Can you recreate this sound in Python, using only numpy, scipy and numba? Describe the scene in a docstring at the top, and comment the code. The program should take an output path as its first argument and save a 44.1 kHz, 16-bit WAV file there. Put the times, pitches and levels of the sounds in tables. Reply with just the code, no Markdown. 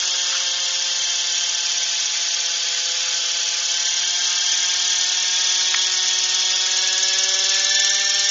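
"""Model helicopter spooling up

A small two-stroke helicopter on open grass slows, then spools up, heard some metres off by a thin-sounding microphone.
The exhaust is a series of crank-order tones; the 9-tooth pinion and the fan whine at their own orders.
Gas and cooling air are coloured noise, pulsed by crank and rotor; each of the two main blades gives a rough
tone that whistles upward as it sweeps towards the listener. A few knocks and rustles are filtered noise."""
import sys
import numpy as np
from scipy import signal
from scipy.fft import rfft, irfft
from scipy.io import wavfile
from scipy.ndimage import uniform_filter1d
from numba import njit

SR = 44100
rng = np.random.default_rng(int(sys.argv[2]) if len(sys.argv) > 2 else 0)


def amp(db):
    return 10 ** (np.asarray(db, float) / 20)


def write(x):
    x = np.atleast_2d(x).T
    wavfile.write(sys.argv[1], SR, np.round(np.clip(x, -1, 1) * 32767).astype(np.int16))


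N = 366030
TIME = np.arange(N) / SR
LOW_SPEED_HZ, HIGH_SPEED_HZ = 171, 196  # crank turns per second at closed and full throttle
WASH_PEAK_TURNS = 0.62  # rotor position at which the wash stirs the air most


def colour(x, points):
    """Linear filtering: weights the spectrum by (Hz, dB) points joined on a log-frequency axis."""
    hz, db = np.transpose(points)
    bin_hz = np.arange(N // 2 + 1) * SR / N
    gain_db = np.interp(np.log(bin_hz + 1), np.log(hz), db)
    return irfft(rfft(x) * amp(gain_db), N)


def unit(x):
    """Normalisation: scales a signal to rms 1."""
    return x / np.sqrt(np.mean(np.abs(x) ** 2))


def walk(rate_hz):
    """Low-pass noise: a smooth random wander of spread 1, from noise averaged twice."""
    size = int(SR / rate_hz)
    once = uniform_filter1d(rng.standard_normal(N), size)
    return unit(uniform_filter1d(once, size))


def follow(points):
    """Linear interpolation: a (time, value) table read out along the scene."""
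    return np.interp(TIME, *np.transpose(points))


def partial(turns, rough, rate_hz):
    """Narrow-band modulation: a steady tone plus a randomly modulated part that smears its line."""
    rough = np.clip(rough, 0, 1)
    wander = walk(rate_hz) + 1j * walk(rate_hz)
    shape = np.sqrt(1 - rough) + np.sqrt(rough / 2) * wander
    return np.sqrt(2) * np.real(shape * np.exp(2j * np.pi * turns))


def swing(turns, depth, peak_turns=0):
    """Amplitude modulation: a gain that rises and falls once a turn."""
    return 1 + depth * np.cos(2 * np.pi * (turns - peak_turns))


@njit
def svf(x, hz, width_hz):
    """State-variable resonance: a band-pass whose centre may move, with gain 1 there."""
    y, b, l = np.empty(len(x)), 0., 0.
    for i in range(len(x)):
        g, k = np.tan(np.pi * hz[i] / SR), width_hz / hz[i]
        v = (b + g * (x[i] - l)) / (1 + g * (g + k))
        b, l, y[i] = 2 * v - b, l + 2 * g * v, k * v
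    return y


def steep(x, hz, width_hz):
    """Cascaded resonance: the same fixed band-pass applied twice."""
    centre_hz = np.full(N, 1. * hz)
    return svf(svf(x, centre_hz, width_hz), centre_hz, width_hz)


def patchy(x, spread_db):
    """Spectro-temporal modulation: small patches of time and pitch flicker; the weakest are lowered further."""
    extra_db, extra_start = 8, 1.0  # further dB per unit of field below -extra_start
    spectrum = signal.stft(x, nperseg=1024)[2]
    field = rng.standard_normal(spectrum.shape)
    field = uniform_filter1d(field, 5, axis=0)  # across frequency
    field = unit(uniform_filter1d(field, 3, axis=1))  # across time
    extra = extra_db * np.maximum(-field - extra_start, 0)
    return signal.istft(spectrum * amp(spread_db * field - extra), nperseg=1024)[1][:N]


# dry knocks: start_s, peak_db, centre_hz, t60_s
KNOCKS = [(5.741, -13, 1500, .012), (5.7447, -6, 2000, .012), (5.793, -27, 1400, .02)]
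# rustles near the microphone: middle_s, level_db, centre_hz, half_length_s
RUSTLES = [(0.027, -31, 1550, 0.0094), (0.335, -32.5, 1480, 0.07), (0.345, -31, 3000, 0.045),
           (3.04, -38.5, 1490, 0.09)]


def small_noises():
    """Resonant excitation: knocks are decaying noise with a sharp start, rustles swell, fade and waver."""
    out = np.zeros(N)
    for start_s, db, hz, t60_s in KNOCKS:
        click = 4.5 * (np.arange(N) == int(start_s * SR) + 1)
        decay = (TIME >= start_s) * np.exp(-np.log(1000) * np.abs(TIME - start_s) / t60_s)
        knock = steep(decay * (rng.standard_normal(N) + click), hz, 1500.0)
        out += amp(db) * knock / np.abs(knock).max()
    for middle_s, db, hz, half_s in RUSTLES:
        grainy_gain = amp(db + 3.0 * walk(90.))
        swell = np.exp(-((TIME - middle_s) / half_s) ** 2)
        out += grainy_gain * swell * unit(steep(rng.standard_normal(N), hz, 0.5 * hz))
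    return out


# air noise against throttle: throttle (0-1), hiss_db, fan_whine_db
THROTTLE_LEVELS = [(0, -23.5, -58), (0.198, -22.5, -40), (.5, -21, -35.5), (.75, -20.5, -31.5),
                   (0.999, -19.5, -29.5)]


def air_levels(throttle):
    """Flow noise grows with load: the hiss and fan levels in dB at each throttle opening."""
    opening, hiss_db, fan_db = np.transpose(THROTTLE_LEVELS)
    return np.interp(throttle, opening, hiss_db), np.interp(throttle, opening, fan_db)


# hiss spectrum at closed and at full throttle: frequency_hz, relative_level_db
HISS_LOW = [(60, -72), (150, -39), (290, -36), (450, -19.5), (800, -18.5), (1000, -19), (1500, -11.5),
            (2400, -7), (3300, -2.5), (3900, -6), (5000, 0.5), (6400, -1), (6900, -2), (7300, -12),
            (7600, -51.5)]
HISS_HIGH = [(60, -73), (150, -42.5), (290, -41), (450, -28.5), (800, -24), (1050, -23), (1500, -13.5),
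             (2400, -6.5), (3400, -3), (4200, -1.5), (4800, -7), (5600, 3.5), (6400, -6.5), (6900, -6),
             (7300, -31), (7600, -53)]
# weighting of the part that repeats, weaker at both ends: frequency_hz, gain_db
REPEAT_COLOUR = [(300, -5.5), (2600, -0.5), (3600, 0.5), (4400, -9), (7500, -8)]


def hiss(crank, rotor, throttle, db):
    """Flow noise: gas and air puffed once a firing, stirred by the wash, partly alike from turn to turn."""
    repeat = 0.33  # share that comes again one crank turn later
    puff = swing(crank, 0.084) + swing(rotor, 0.11, WASH_PEAK_TURNS) - 1
    low = unit(colour(puff * rng.standard_normal(N), HISS_LOW))
    high = unit(colour(puff * rng.standard_normal(N), HISS_HIGH))
    air = patchy(np.sqrt(1 - throttle) * low + np.sqrt(throttle) * high, spread_db=1.5)
    repeating = colour(air, REPEAT_COLOUR)
    turn_samples = 1 / np.gradient(crank)
    sample = np.arange(N)
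    one_ago = np.interp(sample - turn_samples, sample, repeating)
    two_ago = np.interp(sample - 2 * turn_samples, sample, repeating)
    return amp(db) * unit(air + repeat * one_ago + repeat ** 2 * two_ago)


# tooth mesh and its overtone, before the swell: time_s, level_db
MESH = [(0, -42), (.8, -44.5), (3.498, -44), (4.2, -38), (5.099, -41.5), (5.5, -37.5), (6.299, -49.5),
        (6.901, -35.5), (7.5, -35), (7.75, -27), (8.0, -29.5), (8.3, -32)]
MESH_OVERTONE = [(0, -31), (1.299, -32), (2.199, -38.5), (3.5, -34), (4.3, -29.5), (5.2, -31), (5.8, -27.5),
                 (6.4, -30.5), (6.999, -29), (7.5, -30.5), (7.8, -25.5), (8.0, -35.5), (8.3, -32.5)]


def gears(crank, rotor, throttle, fan_db):
    """Tooth-mesh frequency: teeth times crank rate, swelling once a turn of the untrue main gear; plus fan whine."""
    pinion_teeth, fan_order = 9, 28
    loaded_share = 0.3  # share of the light-load rattle left at full throttle
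    slack = 1 - (1 - loaded_share) * throttle ** 2
    crank = crank + 0.006 * slack * walk(70.0)  # turns of backlash: the teeth wander in their play
    mesh = partial(pinion_teeth * crank, 0.4 * slack, 130.0) * swing(rotor, 0.4, 0.77)
    overtone = partial(2 * pinion_teeth * crank, 0.45 * slack, 110.0) * swing(rotor, 0.17, 0.3)
    fan = partial(fan_order * crank, 0.8, 130.0) * swing(rotor, 0.35, WASH_PEAK_TURNS)
    return amp(follow(MESH)) * mesh + amp(follow(MESH_OVERTONE)) * overtone + amp(fan_db) * fan


# crank orders of the exhaust and casing tones: order (cycles per crank turn)
TONE_ORDERS = [1, 4, 4.5, 5, 6, 7, 8, 10, 11, 12, 13, 14, 15, 16, 17, 19, 20, 21, 22, 23, 24, 26, 27]
# their levels, one row per order: closed_throttle_db, half_throttle_db, full_throttle_db
TONES = [(-66, -62.5, -60.5), (-50, -47, -43.5), (-84.5, -70, -57.5), (-48, -44, -48),
         (-49.5, -49.5, -46.5), (-54, -50.5, -48), (-61, -51.5, -40.5), (-46.5, -37.5, -52.5),
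         (-48, -49, -38.5), (-44.5, -44, -36), (-50, -36.5, -57.5), (-37, -38, -41), (-38.5, -46, -44),
         (-42, -40.5, -36.5), (-51.5, -36, -33.5), (-34, -29.5, -39), (-35.5, -36, -45),
         (-36.5, -44.5, -62), (-50.5, -49, -48), (-39, -43, -45), (-40, -38, -38.5), (-38.5, -34, -38),
         (-35, -58, -46)]
# second order against crank speed: speed_hz, level_db
SECOND_ORDER = [(173.7, -59), (169.6, -60.5), (182, -52.5), (186, -47.5), (191.7, -44.5), (194, -49.5)]
# third order, drifting on its own: time_s, level_db
THIRD_ORDER = [(0, -48), (.7, -47.5), (2.0, -59), (2.9, -47), (3.8, -54.5), (4.2, -73), (5.5, -57.5),
               (6.2, -54.5), (7.3, -41.5), (8.3, -45)]


def exhaust(crank, speed, throttle):
    """Fourier series of a pulse train: orders locked to the crank, most smeared at the top."""
    firing = crank + 0.008 * walk(50.0)  # turns; each firing comes a little early or late
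    second_db = np.interp(speed, *np.transpose(SECOND_ORDER))
    out = amp(second_db) * partial(2 * firing, 0.0063, 43.0)
    out = out + amp(follow(THIRD_ORDER)) * partial(3 * firing, 0.063, 90.0)
    for order, levels_db in zip(TONE_ORDERS, TONES):
        lag_turns = 0.045 * order ** 2  # the muffler spreads the pop in time
        tone = partial(order * firing - lag_turns, 0.002 * order ** 2, 290.0)
        out = out + amp(np.interp(throttle, (0, 0.5, 1), levels_db)) * tone
    return out


# whistle of each blade, before its scatter and sweep: time_s, level_db
BLADE_A = [(0, -20.5), (.4, -27.5), (.7, -27), (1.0, -23), (1.6, -21), (2.3, -23), (2.999, -23.5),
           (4.201, -21.5), (5.398, -20.5), (5.899, -27), (7.199, -37), (8.3, -31)]
BLADE_B = [(0, -27.5), (1, -28.5), (2.9, -31), (3.8, -23.5), (4.3, -21.5), (5.4, -22.5), (6.0, -23),
           (6.7, -20.5), (7.2, -19.5), (7.8, -17.5), (8.0, -21.5), (8.3, -20)]


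def blade(speed, turn, levels):
    """Edge tone: one blade whistles while it advances, its pitch rising with tip speed and through the sweep."""
    whistle_hz, speed_power = 5830, 0.7  # pitch at LOW_SPEED_HZ in mid-sweep, and its growth with speed
    sweep_in_turns, sweep_out_turns = 0.13, 0.1  # fades in a little slower than out
    rough = 0.5
    angle = (turn + 0.5) % 1 - 0.5  # rotor turns from mid-sweep
    centre_hz = whistle_hz * (speed / LOW_SPEED_HZ) ** speed_power * (1 + 0.25 * angle)
    tone = partial(np.cumsum(centre_hz) / SR, rough, 1000.0)
    upper = partial(np.cumsum(1.12 * centre_hz) / SR, rough, 810.0)  # fainter second whistle
    tone = tone + amp(-6) * upper
    sweep = np.exp(-(angle / np.where(angle < 0, sweep_in_turns, sweep_out_turns)) ** 2)
    scatter_db = 1.0 * walk(21.0)
    return amp(follow(levels) + scatter_db) * sweep * tone


# cancellations via the ground: centre_hz, width_hz, nominal_depth (0-1)
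DIPS = [(1013, 60, 0.8), (1998, 194, 0.7), (2449, 290, 1), (4820, 250, 0.3)]


def ground(sound):
    """Destructive interference: the grass reflection is reduced to a few narrow dips, depth varied at random."""
    for hz, width_hz, depth in DIPS:
        random_depth = np.clip(depth * (1 + 0.35 * walk(42.0)), 0, 1)  # makes these bands flicker
        sound = sound - random_depth * svf(sound, np.full(N, 1. * hz), 1. * width_hz)
    return sound


# crank speed, coasting down to about 3 s, then climbing with a pause near 6.2 s: time_s, speed_hz
SPEED = [(0.0, 181.1), (0.21, 178.5), (0.83, 175.95), (1.66, 173.05), (2.49, 171.3), (2.95, 170.9),
         (3.53, 171.5), (3.735, 172.3), (3.943, 175.2), (4.15, 176.7), (5.395, 182.05), (5.75, 184.2),
         (6.02, 184.6), (6.3, 183.95), (6.64, 184.8), (7.26, 189.9), (8.0, 197.4), (8.3, 198.4)]


def scene():
    """Kinematic coupling: one crank speed drives every rotating source, so all pitches move together."""
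    speed = follow(SPEED)
    crank = np.cumsum(speed) / SR  # turns
    rotor = 0.10222 * crank  # geared-down rotor turns
    throttle = np.clip((speed - LOW_SPEED_HZ) / (HIGH_SPEED_HZ - LOW_SPEED_HZ), 0, 1)
    # coasting takes only a third or so of the throttle that would hold the speed
    throttle = throttle * np.where(TIME < 3, 0.33, 1)
    hiss_db, fan_db = air_levels(throttle)
    air = hiss(crank, rotor, throttle, hiss_db)
    blades = blade(speed, rotor + 0.012, BLADE_A) + blade(speed, rotor + 0.54, BLADE_B)
    engine = exhaust(crank, speed, throttle) + gears(crank, rotor, throttle, fan_db)
    heard = ground(air + blades + engine)
    return np.tile(heard + small_noises(), (2, 1))


def thin_out(x):
    """Spectro-temporal gating: above 1 kHz, narrow bands far under their neighbours drop out for a moment."""
    hz, _, spectrum = signal.stft(x, SR, nperseg=1024)
    power = np.abs(spectrum) ** 2
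    band = uniform_filter1d(power, size=3, axis=-2)
    around = uniform_filter1d(power, size=40, axis=-2)
    weak = (band < around * amp(-2 * 8)) & (hz[:, None] > 1000)  # 8 dB under
    return signal.istft(spectrum * ~weak, SR, nperseg=1024)[1][..., :N]


def roll_off(x):
    """The treble ends steeply here."""
    return signal.sosfilt(signal.butter(12, 7880, fs=SR, output="sos"), x)


def record(dry):
    """Band limitation: the microphone lacks deep bass and the recorder cuts the top steeply; both channels alike."""
    bottom = signal.butter(4, 125, "high", fs=SR, output="sos")
    top = signal.ellip(10, 0.5, 80, 7540, fs=SR, output="sos")
    limited = signal.sosfilt(top, signal.sosfilt(bottom, dry[:1]))
    mix = np.tile(thin_out(limited), (2, 1))
    return roll_off(mix)


dry = scene()
out = record(dry)
write(out)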